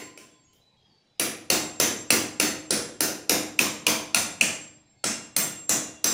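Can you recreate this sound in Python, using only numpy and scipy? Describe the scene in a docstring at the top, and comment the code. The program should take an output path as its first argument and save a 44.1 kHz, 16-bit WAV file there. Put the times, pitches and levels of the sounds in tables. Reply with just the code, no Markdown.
"""First comes the fading ring of a hammer blow and a light tap or two, then steady hammering, about
three blows a second with one short pause. A steel hammer is driving a fixing into a masonry wall:
each blow cracks, thuds in the wall and rings the steel, and a narrow yard echoes for half a second.
Small birds whistle far away over quiet outdoor air. After the pause a bracket rings along too.
A phone a few metres below hears it all, almost in mono."""
import sys
import numpy as np
from scipy import signal
from scipy.fft import rfft, irfft, next_fast_len
from scipy.io import wavfile
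from scipy.ndimage import uniform_filter1d, map_coordinates

SR = 44100
rng = np.random.default_rng(int(sys.argv[2]) if len(sys.argv) > 2 else 0)


def master(y):
    """Save y as 16-bit WAV."""
    cut = np.clip(np.atleast_2d(y).T, -1, 1)
    pcm = np.round(cut * 32767)  # scale
    wavfile.write(sys.argv[1], SR, pcm.astype(np.int16))


N = 270333

# The hammer blows. Each row: start in seconds, force in dB, boosts in dB for the long steel ring,
# the fixing's clank and the treble, then the ping's pitch in Hz and its boost in dB.
BLOWS = [(-0.13, -7, 12, 5.5, 6, 2010, 7), (0.1756, -26.5, 12, 7.5, -4, 2220, 3.5),
         (0.532, -47.5, -7, 0, 8, 7900, -2), (1.197, -2, -15, 3, 4.5, 10250, 6.5),
         (1.502, 2.5, 10, -3, 1.5, 4540, 4.5), (1.8002, 2, 9.5, -0.5, 4, 6400, 4),
         (2.105, 3.5, 2, 1.5, 5.5, 6170, 4), (2.3996, 1, 7.5, 4, 3.5, 1850, 5.5),
         (2.707, 1, 1, -14, -4.5, 9750, 6), (3.0067, 0, -7, -9, 6, 6100, 2.5),
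         (3.2952, 2.5, 1, -2.5, 0.5, 11600, 3), (3.5909, 1.5, 5, 5, 1.5, 1030, 6),
         (3.8674, 1, -4.5, 5, 2.5, 960, 6), (4.1463, 1.5, 6.5, 1, 1.5, 9370, 3.5),
         (4.411, -0.5, 9.5, 13.5, -5, 7470, 7), (5.0413, -1.5, 5, -4.5, -9, 7960, 8),
         (5.365, -1.5, 18, -8.5, 10, 8330, 8), (5.6938, 1, -9, -11.5, 1.5, 7320, 13.5),
         (6.043, -1, 19.5, -16, 7, 5730, 8)]
# The fixing's short-lived resonances. Each row: pitch in Hz, width in Hz, level in dB.
CRACK_RESONANCES = [(510, 210, 3), (1363, 79, 2), (2635, 410, 5), (4454, 510, 1), (5540, 430, -6.5),
                    (5880, 340, 2), (7760, 2600, -6.5), (9250, 560, -3.5), (11170, 360, -3),
                    (10800, 320, -1), (15100, 1100, -18)]
# First echoes off the nearest walls. Each row: delay in seconds, level in dB.
WALL_ECHOES = [(0.0113, -16.5), (0.0155, -41.5), (.0185, -16.5), (0.024, -18.5)]
# How long the yard echoes. 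Each row: frequency in Hz, seconds to fade by 60 dB.
YARD_FADE = [(90, 1), (220, 0.49), (560, 0.65), (1500, 0.5), (4000, 0.45), (7000, 0.41), (10000, 0.35),
             (15000, 0.24)]
# The tone of an average blow as it fills the yard. Each row: frequency in Hz, level in dB.
ECHO_TONE = [(30, -33.5), (75, -14), (180, -6), (235, 1.5), (380, 0), (900, -9.5), (2400, -6), (4400, -9.5),
             (6100, -4), (7900, -10.5), (9500, -9.5), (13500, -20), (15000, -10.5), (16000, -25)]
# A faint left-right hiss in the treble of each blow. Each row: frequency in Hz, side gain in dB.
TREBLE_WIDTH = [(2800, -60), (4500, -22), (8000, -14), (12000, -10), (15000, -8)]
# Notes that every blow rings, low ones in wall and yard, high ones in the steel.
# Each row: pitch in Hz, level in dB, seconds to fade by 60 dB.
STRUCK_NOTES = [(102, -51, 1.0), (153, -43, .7), (205, -39, .55), (226, -39, .6), (306, -31, .85),
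                (330, -38, .75), (357, -38, .6), (484, -36, .6), (510, -39, .6), (648, -38, .6),
                (722, -39.5, .6), (1416, -42, .55), (1554, -44, .55), (1899, -43, .6), (2400, -39, .5),
                (2514, -37, .45), (2766, -42, .6), (4565, -46, .5), (5685, -41, .45), (6014, -38, .5),
                (6061, -38, .5), (6148, -38, .5), (7130, -39, .5), (10850, -41, .4), (11730, -48, .35)]
# How much thud the fixing passes into the wall. Each row: time in seconds, boost in dB.
WALL_THUD = [(0, 4), (1.2, -1), (3.1, 0.5), (4.4, -9), (6.04, -4.5)]
# Two close pitches of a lower metal note. Each row: pitch in Hz, level in dB, seconds to fade by 60 dB.
LOW_METAL_NOTES = [(1025, -50, 1.5), (1039, -52, 1.4)]
# The tone of the outdoor background. Each row: frequency in Hz, level in dB.
AIR_TONE = [(30, -10.5), (70, -5.5), (125, 4), (350, -7.5), (800, -9.5), (1400, -20.5), (2300, -16),
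            (4500, -17.5), (6800, -24), (8000, -31), (15000, -48.5)]
# The clearest bird calls. Each row: start in seconds, length in seconds, pitch in Hz, level in dB.
BIRD_CALLS = [(0.283, 0.058, 3470, -66), (0.43, 0.04, 6850, -63), (0.608, 0.03, 4050, -58),
              (0.759, 0.052, 3300, -64), (0.885, 0.074, 4570, -64), (1.053, .031, 4030, -66),
              (4.945, 0.086, 4500, -67.5)]
# The bracket's notes. Each row: pitch in Hz, level in dB, seconds to fade by 60 dB.
BRACKET_NOTES = [(2005, -46, .65), (2769, -43, 1.0), (3380, -45, .65)]
# How the microphone's opening colours the treble. Each row: frequency in Hz, gain in dB.
MIC_TONE = [(10800, -0.5), (11300, -8), (11750, 4.5), (12600, -3.5), (14000, -7.5), (14600, 1.5),
            (15600, -1.5)]

LEAD = SR // 250  # samples of room for the graze before each blow


def amp(db):
    """Turn decibels into a gain."""
    return 10 ** (np.asarray(db) / 20)


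def unit(x):
    """Scale a signal to an average (rms) level of 1."""
    return x / np.sqrt(np.mean(x ** 2) + 1e-20)


def along(points, hz):
    """Read between the rows of a frequency table, on an octave scale."""
    frequencies, values = np.transpose(points)
    return np.interp(np.log(hz + 1), np.log(frequencies), values)


def bump(hz, centre_hz, octaves):
    """A bell-shaped curve of height 1 around one frequency."""
    return np.exp(-.5 * (np.log2((hz + 1) / centre_hz) / octaves) ** 2)


def wobble(rate, size):
    """A smooth curve through `rate` random values a second."""
    coarse = np.arange(0, size + 32, 32)
    curve = map_coordinates(rng.standard_normal(int(size * rate / SR) + 4), [coarse * rate / SR])
    return np.interp(np.arange(size), coarse, curve)


def coloured(x, gain_db):
    """Change the tone by gain_db(hz), ringing only after a sound, never before (minimum phase)."""
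    size = 2 * next_fast_len(x.shape[-1] // 2 + 4096)
    cepstrum = irfft(np.log(amp(gain_db(np.fft.rfftfreq(size, 1 / SR)))), size)
    cepstrum[1:size // 2] *= 2
    cepstrum[size // 2 + 1:] = 0
    return irfft(rfft(x, size) * np.exp(rfft(cepstrum)), size)[..., :x.shape[-1]]


def add(track, start_s, sound):
    """Mix a sound into the track, dropping whatever falls outside it."""
    start = round(start_s * SR)
    first, end = max(start, 0), min(start + sound.shape[-1], N)
    if end > first:
        track[..., first:end] += sound[..., first - start:end - start]


def crack(contact_s=0.00023, fade_s=0.0025, graze_db=-26, graze_s=0.0022, floor_db=-17):
    """The hammer grazes the fixing, lands with a burst that excites it, and the nearest walls answer."""
    t = np.arange(SR) / SR
    burst = rng.standard_normal(SR) * np.exp(-np.maximum(t - contact_s, 0) / fade_s)
    graze = amp(graze_db) * np.roll(burst, LEAD - round(graze_s * SR))
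    heard = np.roll(burst, LEAD) + graze
    for delay_s, db in WALL_ECHOES:
        heard += amp(db) * np.roll(burst, LEAD + round(delay_s * SR))

    def fixing_db(hz):
        peaks = sum(amp(db) ** 2 / (1 + ((hz - centre) / width) ** 2) ** 2
                    for centre, width, db in CRACK_RESONANCES)
        bass_cut = (hz + 1) ** 2 / (hz ** 2 + 250 ** 2)
        return 10 * np.log10((peaks + amp(floor_db) ** 2) * bass_cut)
    return coloured(heard, fixing_db)


def yard_echo(hold_s=0.049, build_s=0.0083):
    """A wash of echo builds up, holds between the hard walls, then dies away, treble first."""
    hz, t, spectrum = signal.stft(rng.standard_normal(SR), SR, nperseg=256)
    fall_db = -60 * (np.hypot(t, hold_s) - hold_s) / along(YARD_FADE, hz)[:, None]
    echo = signal.istft(spectrum * amp(fall_db), SR, nperseg=256)[1][:SR]
    return echo * (1 - np.exp(-np.arange(SR) / SR / build_s))


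def ring(hz, fade_s, waver_db, attack_s=0.012, waver_rate=28, blur_radians=0.86):
    """One note fades by 60 dB in fade_s, wavering as its echoes overlap."""
    t = np.arange(SR) / SR
    swell = amp(waver_db * wobble(waver_rate, SR)) * (1 - np.exp(-t / attack_s))
    phase = 2 * np.pi * (hz * t + rng.random()) + blur_radians * wobble(waver_rate, SR)
    return swell * np.exp(-np.log(1000) * t / fade_s) * np.sin(phase)


def ripple(hz, spacing_hz=270):
    """Crowded resonances of steel and wall put random peaks and dips in the tone."""
    broad_points, fine_points = rng.standard_normal((2, 512))
    broad = map_coordinates(broad_points, [hz / spacing_hz], mode="mirror")
    fine = map_coordinates(fine_points, [4 * hz / spacing_hz], mode="mirror")
    return (.8 * broad + .7 * fine) * hz / (hz + 700)


def landing(blow, start_s, treble_db, ping_hz, ping_db, uneven_db=3.0):
    """Where and how squarely the hammer lands decides the wall's thud, the treble and one narrow ping."""
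    thud_db = np.interp(start_s, *np.transpose(WALL_THUD))

    def tone_db(hz):
        thud = thud_db * bump(hz, centre_hz=387, octaves=0.46)
        treble = treble_db * bump(hz, centre_hz=14800, octaves=0.39)
        ping = ping_db * bump(hz, ping_hz, octaves=0.12)
        return thud + treble + ping + uneven_db * ripple(hz)
    return coloured(blow, tone_db)


def steel_ring(hz=7495, gap_hz=11, fade_s=.9):
    """The hammer head rings at two close pitches that throb together and swell as the yard fills."""
    upper = ring(hz, fade_s, waver_db=3.2, attack_s=.045)
    lower = ring(hz - gap_hz, fade_s, waver_db=3.2, attack_s=.045)
    return upper + amp(-4.5) * lower


def hammer(crack_db=-6, echo_db=-13, notes_db=-1, steel_db=-42, repeat_share=0.38):
    """Every blow cracks, rings and echoes. Returns the middle and the side (left-right) signal."""
    track = np.zeros((2, N))
    same_echo = yard_echo()
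    for start_s, force_db, ring_db, clank_db, treble_db, ping_hz, ping_db in BLOWS:
        clank = lambda hz: clank_db * bump(hz, centre_hz=2600, octaves=.24)
        # part of the yard's answer repeats, part changes with each swing
        echo = np.sqrt(repeat_share) * same_echo + np.sqrt(1 - repeat_share) * yard_echo()
        side_hiss = yard_echo()  # separate noise with the same fade
        tails = np.array([echo, side_hiss])
        # the fixing's clank colours the crack fully, the tails half as much
        blow = amp(echo_db) * coloured(tails, lambda hz: along(ECHO_TONE, hz) + .5 * clank(hz))
        for hz, db, fade_s in STRUCK_NOTES:
            blow[0] += amp(notes_db + db + rng.normal(0, 3.1)) * ring(hz, fade_s, waver_db=-0.5)
        blow = np.pad(blow, ((0, 0), (LEAD, 0)))[:, :SR]
        blow[0] += amp(crack_db) * coloured(crack(), clank)
        blow = amp(force_db) * landing(blow, start_s, treble_db, ping_hz, ping_db)
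        add(track, start_s - LEAD / SR, blow)
        add(track[0], start_s, amp(steel_db + force_db + ring_db) * steel_ring())
    return track[0], coloured(track[1], lambda hz: along(TREBLE_WIDTH, hz))


def metal_ring(notes):
    """Struck metal sounds several fading notes at once."""
    return sum(amp(db) * ring(hz, fade_s, waver_db=3.5, blur_radians=.6) for hz, db, fade_s in notes)


def low_metal_note():
    """Two close pitches throb and fade after the first blow, which lands just before the start."""
    track = np.zeros(N)
    add(track, BLOWS[0][0], metal_ring(LOW_METAL_NOTES))
    return track


def air(level_db=-66.0, patchy_db=3):
    """A quiet outdoor hush that drifts louder and softer in patches."""
    spectrum = signal.stft(rng.standard_normal(N), nperseg=1024)[2]
    patches = uniform_filter1d(rng.standard_normal(spectrum.shape), size=5, axis=0)  # smooth in pitch
    patches = uniform_filter1d(patches, size=9, axis=1)  # and in time
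    noise = signal.istft(spectrum * amp(patchy_db * unit(patches)), nperseg=1024)[1][:N]
    return amp(level_db) * unit(coloured(noise, lambda hz: along(AIR_TONE, hz)))


def birds(echo_db=-2.5, direct_db=-9, twitter_db=-76, twitter_count=130, call_glide=0.97):
    """Distant birds give short, slightly falling whistles over fainter twitters, smeared by the yard."""
    song = np.zeros(N)
    notes = [(start_s, length_s, hz, hz * call_glide, db) for start_s, length_s, hz, db in BIRD_CALLS]
    for when, long, high, glide, loud in rng.random((twitter_count, 5)):
        hz = 2200 + 3200 * high
        end_hz = hz * (.93 + .14 * glide)
        notes.append((when * N / SR, .03 + .04 * long, hz, end_hz, twitter_db + 5 * loud))
    for start_s, length_s, start_hz, end_hz, db in notes:
        size = int(length_s * SR)
        pitch = np.linspace(start_hz, end_hz, size) * (1 + .016 * wobble(150, size))
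        whistle = signal.windows.hann(size) * np.sin(2 * np.pi * np.cumsum(pitch) / SR)
        add(song, start_s, amp(db) * unit(whistle))
    echo = yard_echo()
    smeared = signal.fftconvolve(song, echo / np.linalg.norm(echo))[:N]
    return amp(direct_db) * song + amp(echo_db) * smeared


def bracket(from_s=4.7):
    """After the pause, each blow sets the bracket ringing."""
    track = np.zeros(N)
    for start_s, force_db, *_ in BLOWS:
        if start_s > from_s:
            add(track, start_s, amp(force_db) * metal_ring(BRACKET_NOTES))
    return track


def scene():
    """Everything sits in the centre; a faint treble hiss on each blow slightly widens the sound."""
    mid, side = hammer()
    mid = mid + low_metal_note() + bracket() + birds() + air()
    return np.array([mid + side, mid - side])


def record(dry, ceiling=0.9, top_hz=15880):
    """The phone colours the treble, rounds off the tallest peaks and cuts the sound above top_hz."""
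    heard = coloured(dry, lambda hz: along(MIC_TONE, hz))
    rounded = heard / (1 + np.abs(heard / ceiling) ** 4) ** (1 / 4)
    size = next_fast_len(N + SR // 2)
    treble_cut = 1 / (1 + (np.fft.rfftfreq(size, 1 / SR) / top_hz) ** 160)
    return irfft(rfft(rounded, size) * treble_cut, size)[:, :N]


dry = scene()
out = record(dry)
master(out)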